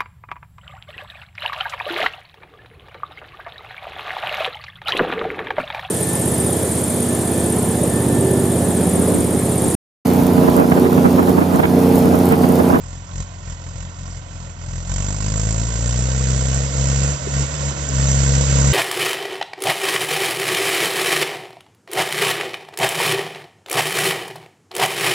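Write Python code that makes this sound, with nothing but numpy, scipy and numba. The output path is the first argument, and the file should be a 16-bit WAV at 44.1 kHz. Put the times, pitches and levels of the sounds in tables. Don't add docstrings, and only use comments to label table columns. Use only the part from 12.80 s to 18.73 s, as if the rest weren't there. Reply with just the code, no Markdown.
import sys
import numpy as np
from scipy import signal
from scipy.fft import rfft, irfft
from scipy.io import wavfile
from scipy.ndimage import uniform_filter1d
from numba import njit

SR = 44100
rng = np.random.default_rng(int(sys.argv[2]) if len(sys.argv) > 2 else 0)


def generate_wav(sig):
    pcm = np.round(np.clip(np.atleast_2d(sig).T, -1, 1) * 32767).astype(np.int16)
    wavfile.write(sys.argv[1], SR, pcm)


def ratio_of_db(decibels):
    return 10 ** (np.asarray(decibels, float) / 20)


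N = 261513

# [f/Hz, level/dB]
PIPE_RESPONSE = [(120, -5), (155, -6), (175, -9), (207, -12), (270, -23), (335, -28), (415, -29),
                 (480, -20), (545, -25), (700, -31), (900, -39)]
# [f/Hz, width/Hz, level/dB]
BLOCK_MODES = [(650, 90, 5), (1000, 130, -5), (1450, 260, -8), (2100, 160, -6), (3100, 300, -11)]
CYLINDER_LEVELS = [0, -.6, .3, -.5]
# [f/Hz, level/dB per Hz]
ROAR_SPECTRUM = [(45, -18.5), (100, 4.5), (200, -2), (340, -3), (520, 1), (700, -2), (850, -2), (1100, -5),
                 (1500, -8), (2000, -9.5), (2600, -6.5), (4500, -8), (8000, -5.5)]
# [f/Hz, level/dB]
LEFT_PORT_RESPONSE = [(30, 3), (200, 1.5), (500, 0.5), (900, -6.5), (1400, -19.5), (1900, -23), (2600, -16),
                      (4300, -12), (5500, -6), (6100, 2.5), (6550, 3), (7300, -1), (7750, -12.5),
                      (7950, -54)]
# [f/Hz, level/dB]
RIGHT_PORT_RESPONSE = [(30, 0.5), (200, 0), (500, 1.5), (4500, 1), (5500, 5), (6600, 7.5), (7050, 10),
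                       (7420, 15.5), (7750, 6), (7980, -9.5), (8330, -57.5)]
# [f/Hz, share/0-1]
PORT_CORRELATION = [(100, 0.95), (500, 0.98), (1000, 1), (1900, 0), (4000, 0.4), (5500, 0.8), (7500, .45)]
# [t/s, peak level/dB, ring f/Hz, t60/s]
LOOSE_KNOCKS = [(1.218, -46, 5250, .05), (1.264, -43, 5250, .06), (1.268, -46, 5950, .05),
                (1.31, -41, 5900, .07), (1.355, -46, 5800, .05), (2.571, -25, 650, .05),
                (2.5715, -25, 7300, .02), (3.7435, -20, 7400, .015), (1.93, -42, 5900, .07),
                (1.97, -41, 6000, .07), (2.02, -41, 5900, .06), (4.4705, -16, 400, .045),
                (4.4725, -30, 1850, .02), (4.825, -29, 560, .07), (5.0888, -15, 6800, .011),
                (4.6, -31, 430, .1), (4.74, -33, 390, .08), (4.91, -33, 380, .08), (5.09, -30, 420, .1),
                (5.152, -27, 6000, .04), (5.27, -25, 6100, .08), (5.31, -23, 6000, .08),
                (5.35, -24, 6200, .07)]
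# [order/1, level/dB re pipe response]
HALF_ORDER_LEVELS = [(1.5, -27), (2.5, -14), (3.5, -13), (4.5, -15), (5.5, -14), (6.5, -12), (7.5, -3),
                     (8.5, -10)]
# [f/Hz, half width/Hz, level/dB]
PANEL_MODES = [(926, 130, -1), (1260, 250, 3.5), (1550, 29, 10), (2003, 180, 7.5), (2314, 92, -4),
               (2477, 15, 6), (2980, 32, 3), (3430, 60, 0), (3800, 42, 1.5), (4530, 60, 3), (5700, 65, -5)]
# [f/Hz, level/dB]
LOAD_GAIN = [(120, -4.5), (220, 6.5), (380, 4), (550, 9.5), (750, 1.5), (1050, 0.5), (1600, 0.5)]
# [t/s, firing f/Hz]
FIRING_RATE = [(0, 42.7), (.42, 44.7), (.8, 42.2), (1.2, 44.1), (1.88, 41.8), (2.03, 43.2), (2.26, 49.2),
               (3.04, 58.8), (3.35, 65.4), (3.68, 65.4), (3.83, 68.1), (4.03, 67.2), (4.33, 69.3),
               (4.62, 69.1), (4.73, 70.8), (5.02, 69.8), (5.17, 67.5), (5.93, 68.8)]
# [t/s, distance/m]
APPROACH = [(0, 20.7), (2.0, 18.8), (3.3, 18.9), (4.2, 16), (5.2, 13.6), (5.93, 10.1)]
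# [peak t/s, rise/s, fall/s, level/dB]
FUEL_SURGES = [(.11, 0.17, 0.21, 7), (.41, 0.17, 0.05, 16.5), (.5, .04, 0.069, 2), (.59, 0.058, 0.059, 2),
               (.73, 0.15, 0.03, 12), (.89, 0.18, .05, 6), (1.03, 0.15, 0.052, 10.5), (1.23, .1, 0.14, 7.5),
               (1.36, 0.1, 0.064, 9), (1.6, 0.17, 0.17, 5.5), (1.95, 0.21, 0.24, 13)]
# [deepest t/s, fall/s, recovery/s, level/dB]
FUEL_CUTS = [(2.36, 0.081, .08, -2.5), (2.9, 0.097, 0.19, -3), (3.75, .3, 0.21, -0.5),
             (3.91, 0.11, 0.085, -6), (4.385, 0.14, 0.084, -6), (4.46, .15, 0.14, -8.5),
             (4.6, 0.13, 0.12, -1), (4.69, 0.084, 0.11, -11), (4.78, 0.058, 0.18, -8),
             (4.95, 0.088, 0.15, -11.5), (5.08, 0.075, .11, -8.5), (5.66, 0.097, 0.082, -2.5)]
# [leanest t/s, fall/s, recovery/s, level/dB]
FUEL_BUILD_UP = [
    (2.08, 0.038, 0.67, -1.5),
]
# [t/s, level/dB]
MISFIRES = [
    (.3, -15),
    (.46, 1),
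    (.56, -3),
    (.84, -5),
    (1.14, -5),
    (4.385, -13.5),
    (4.77, -3),
    (4.96, -5.5),
]
# [f/Hz, level/dB]
TAILPIPE_RESPONSE = [(44, 1.3), (50, -3), (59, 0.5), (65, 1), (69, -1)]

# [idle level/dB, surge gain/1, open-throttle rise/dB, cut gain/1, slope/(dB per Hz)]
BODY_LAYER = (-45, 0.21, 7, 0.22, -0.04)
CLATTER_LAYER = (-51, 0.2, 7.5, 0.41, 0.2158)
HISS_LAYER = (-51.5, 0.89, 20, 0.79, 0.12)
PUFF_LAYER = (2.5, 0.83, 16, 1.6, -.5)
RASP_LAYER = (1.5, 0.41, -2.5, -.5, 0.1877)
KNOCK_LAYER = (-23, -0.36, 12.5, 0.2, -0.8555)
FIRST_ORDER_LAYER = (-44.5, 1.0, 21.5, 0.95, -0.04)
SECOND_ORDER_LAYER = (-39.5, 0.57, 12, 1.25, 0.2332)
UPPER_ORDERS_LAYER = (-41.5, 0.8255, 17.5, 1.7, 0)

SILENCER_HZ, SILENCER_HALF_WIDTH_HZ = 43.5, 4.3
GROUND_ECHO_S = .00245
THROTTLE_OPENS_S, THROTTLE_TAKES_S, IDLE_HZ = 2.046, 0.063, 47
LOOSE_RAD_PER_DB = 0.19
MISS_S = 0.045


def column_over_time(table):
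    seconds, values = np.transpose(table)
    return np.interp(np.arange(N) / SR, seconds, values)


def on_log(hz, table):
    f, v = np.transpose(table)
    return np.interp(np.log(np.maximum(hz, 1)), np.log(f), v)


def bumps(table):
    t = np.arange(N) / SR
    total = 0
    for peak_s, rise_s, fall_s, db in table:
        away = np.where(t < peak_s, (peak_s - t) / rise_s, (t - peak_s) / fall_s)
        total = total + db * np.cos(np.pi / 2 * np.clip(away, 0, 1)) ** 2
    return total


def drift(rate):
    k = int(SR / rate)
    held = np.repeat(rng.standard_normal(N // k + 1), k)
    return 1.03 * uniform_filter1d(uniform_filter1d(held, k), k)[:N]


def even(x, span_s):
    k = int(span_s * SR)
    power = uniform_filter1d(uniform_filter1d(x ** 2, k), k)
    return x / np.sqrt(power + 1e-18)


@njit
def svf(x, hz, width):
    y, band, low = np.empty(len(x)), 0., 0.
    for i in range(len(x)):
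        g, k = np.tan(np.pi * hz[i] / SR), width[i] / hz[i]
        v = (band + g * (x[i] - low)) / (1 + g * (g + k))
        band, low, y[i] = 2 * v - band, low + 2 * g * v, k * v
    return y


def modes(x, table):
    return sum(ratio_of_db(db) * svf(x, np.full(N, 1. * hz), np.full(N, 1. * w)) for hz, w, db in table)


def answers(hz):
    throttle = np.clip((np.arange(N) / SR - THROTTLE_OPENS_S) / THROTTLE_TAKES_S, 0, 1)
    surge_db = bumps(FUEL_SURGES) * (1 - throttle)
    cut_db = bumps(FUEL_CUTS + FUEL_BUILD_UP)
    over_idle_hz = np.maximum(hz - IDLE_HZ, 0)

    def answer(idle_db, surge, open_db, cut, slope):
        return idle_db + surge * surge_db + open_db * throttle + cut * cut_db + slope * over_idle_hz

    return answer


def firings(hz, wobble, scatter_db):
    chance = rng.standard_normal(500)
    turns = np.cumsum(hz) / SR + wobble * drift(25) + .45
    number = np.clip(turns.astype(int), 0, 499)
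    sizes = ratio_of_db(scatter_db * chance + np.resize(CYLINDER_LEVELS, len(chance)))
    return turns, number, sizes[number]


def loose_parts():
    out, t = np.zeros(N + SR), np.arange(SR // 10) / SR
    for s, db, hz, t60 in LOOSE_KNOCKS:
        i = int(s * SR)
        ring = np.sin(2 * np.pi * hz * t) * np.exp(-np.log(1000) * t / t60)
        out[i:i + len(t)] += ratio_of_db(db) * np.minimum(t / t60 * 30, 1) * ring
    return out[:N]


def rattle(phase, db):
    starts = np.flatnonzero(np.diff(phase) < -.5)
    chance = rng.random((500, 2, 3))
    out, t = np.zeros(N + SR), np.arange(SR // 20) / SR
    for i, panels in zip(starts, chance):
        for pitch, late, size in panels:
            j = i + int(late * .004 * SR)
            ring = np.sin(2 * np.pi * 900 * 7 ** pitch * t) * np.exp(-np.log(1000) * t / .07)
            out[j:j + len(t)] += ratio_of_db(db[i] - 12 * size) * np.minimum(t / .001, 1) * ring
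    return out[:N]


def machine_noise(phase, number, size, load, body_db, clatter_db, hiss_db, depth_db):
    f = np.arange(N // 2 + 1) * SR / N
    panels_db = sum(db / (1 + ((f - hz) / w) ** 2) for hz, w, db in PANEL_MODES)
    colour = ratio_of_db(on_log(f, ROAR_SPECTRUM) + panels_db)
    echo = .55 / (1 + (f / 2200) ** 2) * np.exp(-2j * np.pi * f * GROUND_ECHO_S)
    colour = colour * abs(1 - echo)
    out, step = np.zeros((2, N)), 1 / 3
    for hz in 50 * 2 ** np.arange(0, 7.5, step):
        octaves = np.log2(np.maximum(f, 1) / hz)
        shape = np.cos(np.pi / 2 * np.clip(octaves / step, -1, 1)) * colour
        a, b = irfft(rfft(rng.standard_normal((2, N))) * shape, N)
        own_db = .9 * rng.standard_normal(500)[number]
        high = np.clip(np.log2(hz / 600) / 2.1, 0, 1)
        lag = (phase + .05 + 0.079 * high) % 1
        puff = np.minimum(lag / 0.18, 1) * np.exp(-lag / (0.34 + 0.2 * high))
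        puff_db = np.clip(hz / 400, 0, 1) * np.clip(depth_db, 3, 22) * 1.296 * (puff - .35)
        gate = uniform_filter1d(ratio_of_db(puff_db + own_db) * size, int(SR * .002))
        mid = np.clip(np.log2(hz / 900) / 0.83, 0, 1)
        top = np.clip(np.log2(hz / 3200) / 1.82, 0, 1)
        below_db = (1 - mid) * (body_db + 18.0) + mid * (clatter_db + 18.5)
        db = (1 - top) * below_db + top * (hiss_db + 10.0)
        db = db + (load - 1) * on_log(hz, LOAD_GAIN)
        alike = np.clip(on_log(hz, PORT_CORRELATION), 0, 1)
        out += ratio_of_db(db) * gate * np.array([alike * a + np.sqrt(1 - alike ** 2) * b, a])
    return out


def knock(hz, phase, size, db):
    edge = size ** 2.2 * np.sin(np.pi * np.clip(phase / hz / .0003, 0, 1)) ** 2
    return ratio_of_db(db) * even(modes(edge - edge.mean(), BLOCK_MODES), 0.13)


def exhaust(hz, turns, size, first_db, second_db, upper_db, rasp_db, loose):
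    angle = 2 * np.pi * (turns - .12)
    ahead = np.arctan2(SILENCER_HALF_WIDTH_HZ, hz - SILENCER_HZ)
    out = ratio_of_db(first_db) * np.cos(angle + ahead)
    out += ratio_of_db(second_db) * np.cos(2 * angle + loose * drift(12))
    for k, db in [(k, 0) for k in range(3, 14)] + HALF_ORDER_LEVELS:
        colour_db = on_log(k * hz, PIPE_RESPONSE) + rasp_db * np.clip((k * hz - 230) / 40, 0, 1)
        colour_db -= 11 * np.clip((48 - hz) / 3, 0, 1) * np.clip((k * hz - 185) / 20, 0, 1)
        shaky = min(k / 10, 1)
        late = 1.5 * (k > 3) + .06 * max(k - 5, 0) ** 2 + (.35 * shaky + loose) * drift(14)
        order_db = upper_db + db + colour_db + 3 * shaky * drift(12)
        out += ratio_of_db(order_db) * np.cos(k * angle + late)
    return -np.sqrt(2) * out * uniform_filter1d(size, int(SR * .01))


def scene():
    hz, metres = column_over_time(FIRING_RATE), column_over_time(APPROACH)
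    answer, near_db = answers(hz), 20 * np.log10(20 / metres)
    turns, number, size = firings(hz, wobble=.006, scatter_db=.55)
    phase = turns % 1
    load = np.clip((hz - IDLE_HZ) / 15, 0, 1)

    gas_layers = (BODY_LAYER, CLATTER_LAYER, HISS_LAYER)
    gas_db = [answer(*layer) + near_db + 0.55 * drift(16) for layer in gas_layers]
    noise = machine_noise(phase, number, size, load, *gas_db, answer(*PUFF_LAYER))

    first_db = answer(*FIRST_ORDER_LAYER) + near_db + on_log(hz, TAILPIPE_RESPONSE)
    first_db = first_db + bumps([(s, MISS_S, MISS_S, db) for s, db in MISFIRES])
    second_db = answer(*SECOND_ORDER_LAYER) + near_db
    upper_db = answer(*UPPER_ORDERS_LAYER) + near_db
    loose = -LOOSE_RAD_PER_DB * bumps(FUEL_CUTS)
    engine = exhaust(hz, turns, size, first_db, second_db, upper_db, answer(*RASP_LAYER), loose)
    engine += knock(hz, phase, size, second_db + answer(*KNOCK_LAYER))
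    engine += rattle(phase, gas_db[1] + 5.0)
    return loose_parts() + noise + engine


def port(x, table):
    size = 4096
    c = irfft(np.log(ratio_of_db(on_log(np.arange(size // 2 + 1) * SR / size, table))))
    c[1:size // 2] *= 2
    c[size // 2 + 1:] = 0
    return signal.fftconvolve(x, irfft(np.exp(rfft(c))))[:N]


def starved(x, lo_hz, hi_hz, under_db):
    f, _, z = signal.stft(x, SR, nperseg=2048)
    power = uniform_filter1d(abs(z) ** 2, size=6, axis=0)
    power = power[3::6].repeat(6, axis=0)[:len(f) - 5]
    power = uniform_filter1d(power, size=2, axis=1)
    dips = power < ratio_of_db(2 * under_db) * uniform_filter1d(power, size=36, axis=0)
    in_range = ((f > lo_hz) & (f < hi_hz))[:len(dips), None]
    z[:len(dips)][dips & in_range] = 0
    return signal.istft(z, SR, nperseg=2048)[1][:N]


def roll_off(x):
    return signal.sosfilt(signal.butter(12, 8300, fs=SR, output="sos"), x)


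def record(dry):
    left = port(np.roll(dry[0], shift=3), LEFT_PORT_RESPONSE)
    left = starved(left, 1400, 5000, under_db=-2.7)
    right = port(dry[1], RIGHT_PORT_RESPONSE)
    bass_cut = signal.butter(3, 33, "high", fs=SR, output="sos")
    x = signal.sosfiltfilt(bass_cut, np.array([left, right]), padtype="even")
    return roll_off(1.04 * np.tanh(.9 * x) / .9)


dry = scene()
out = record(dry)
generate_wav(out)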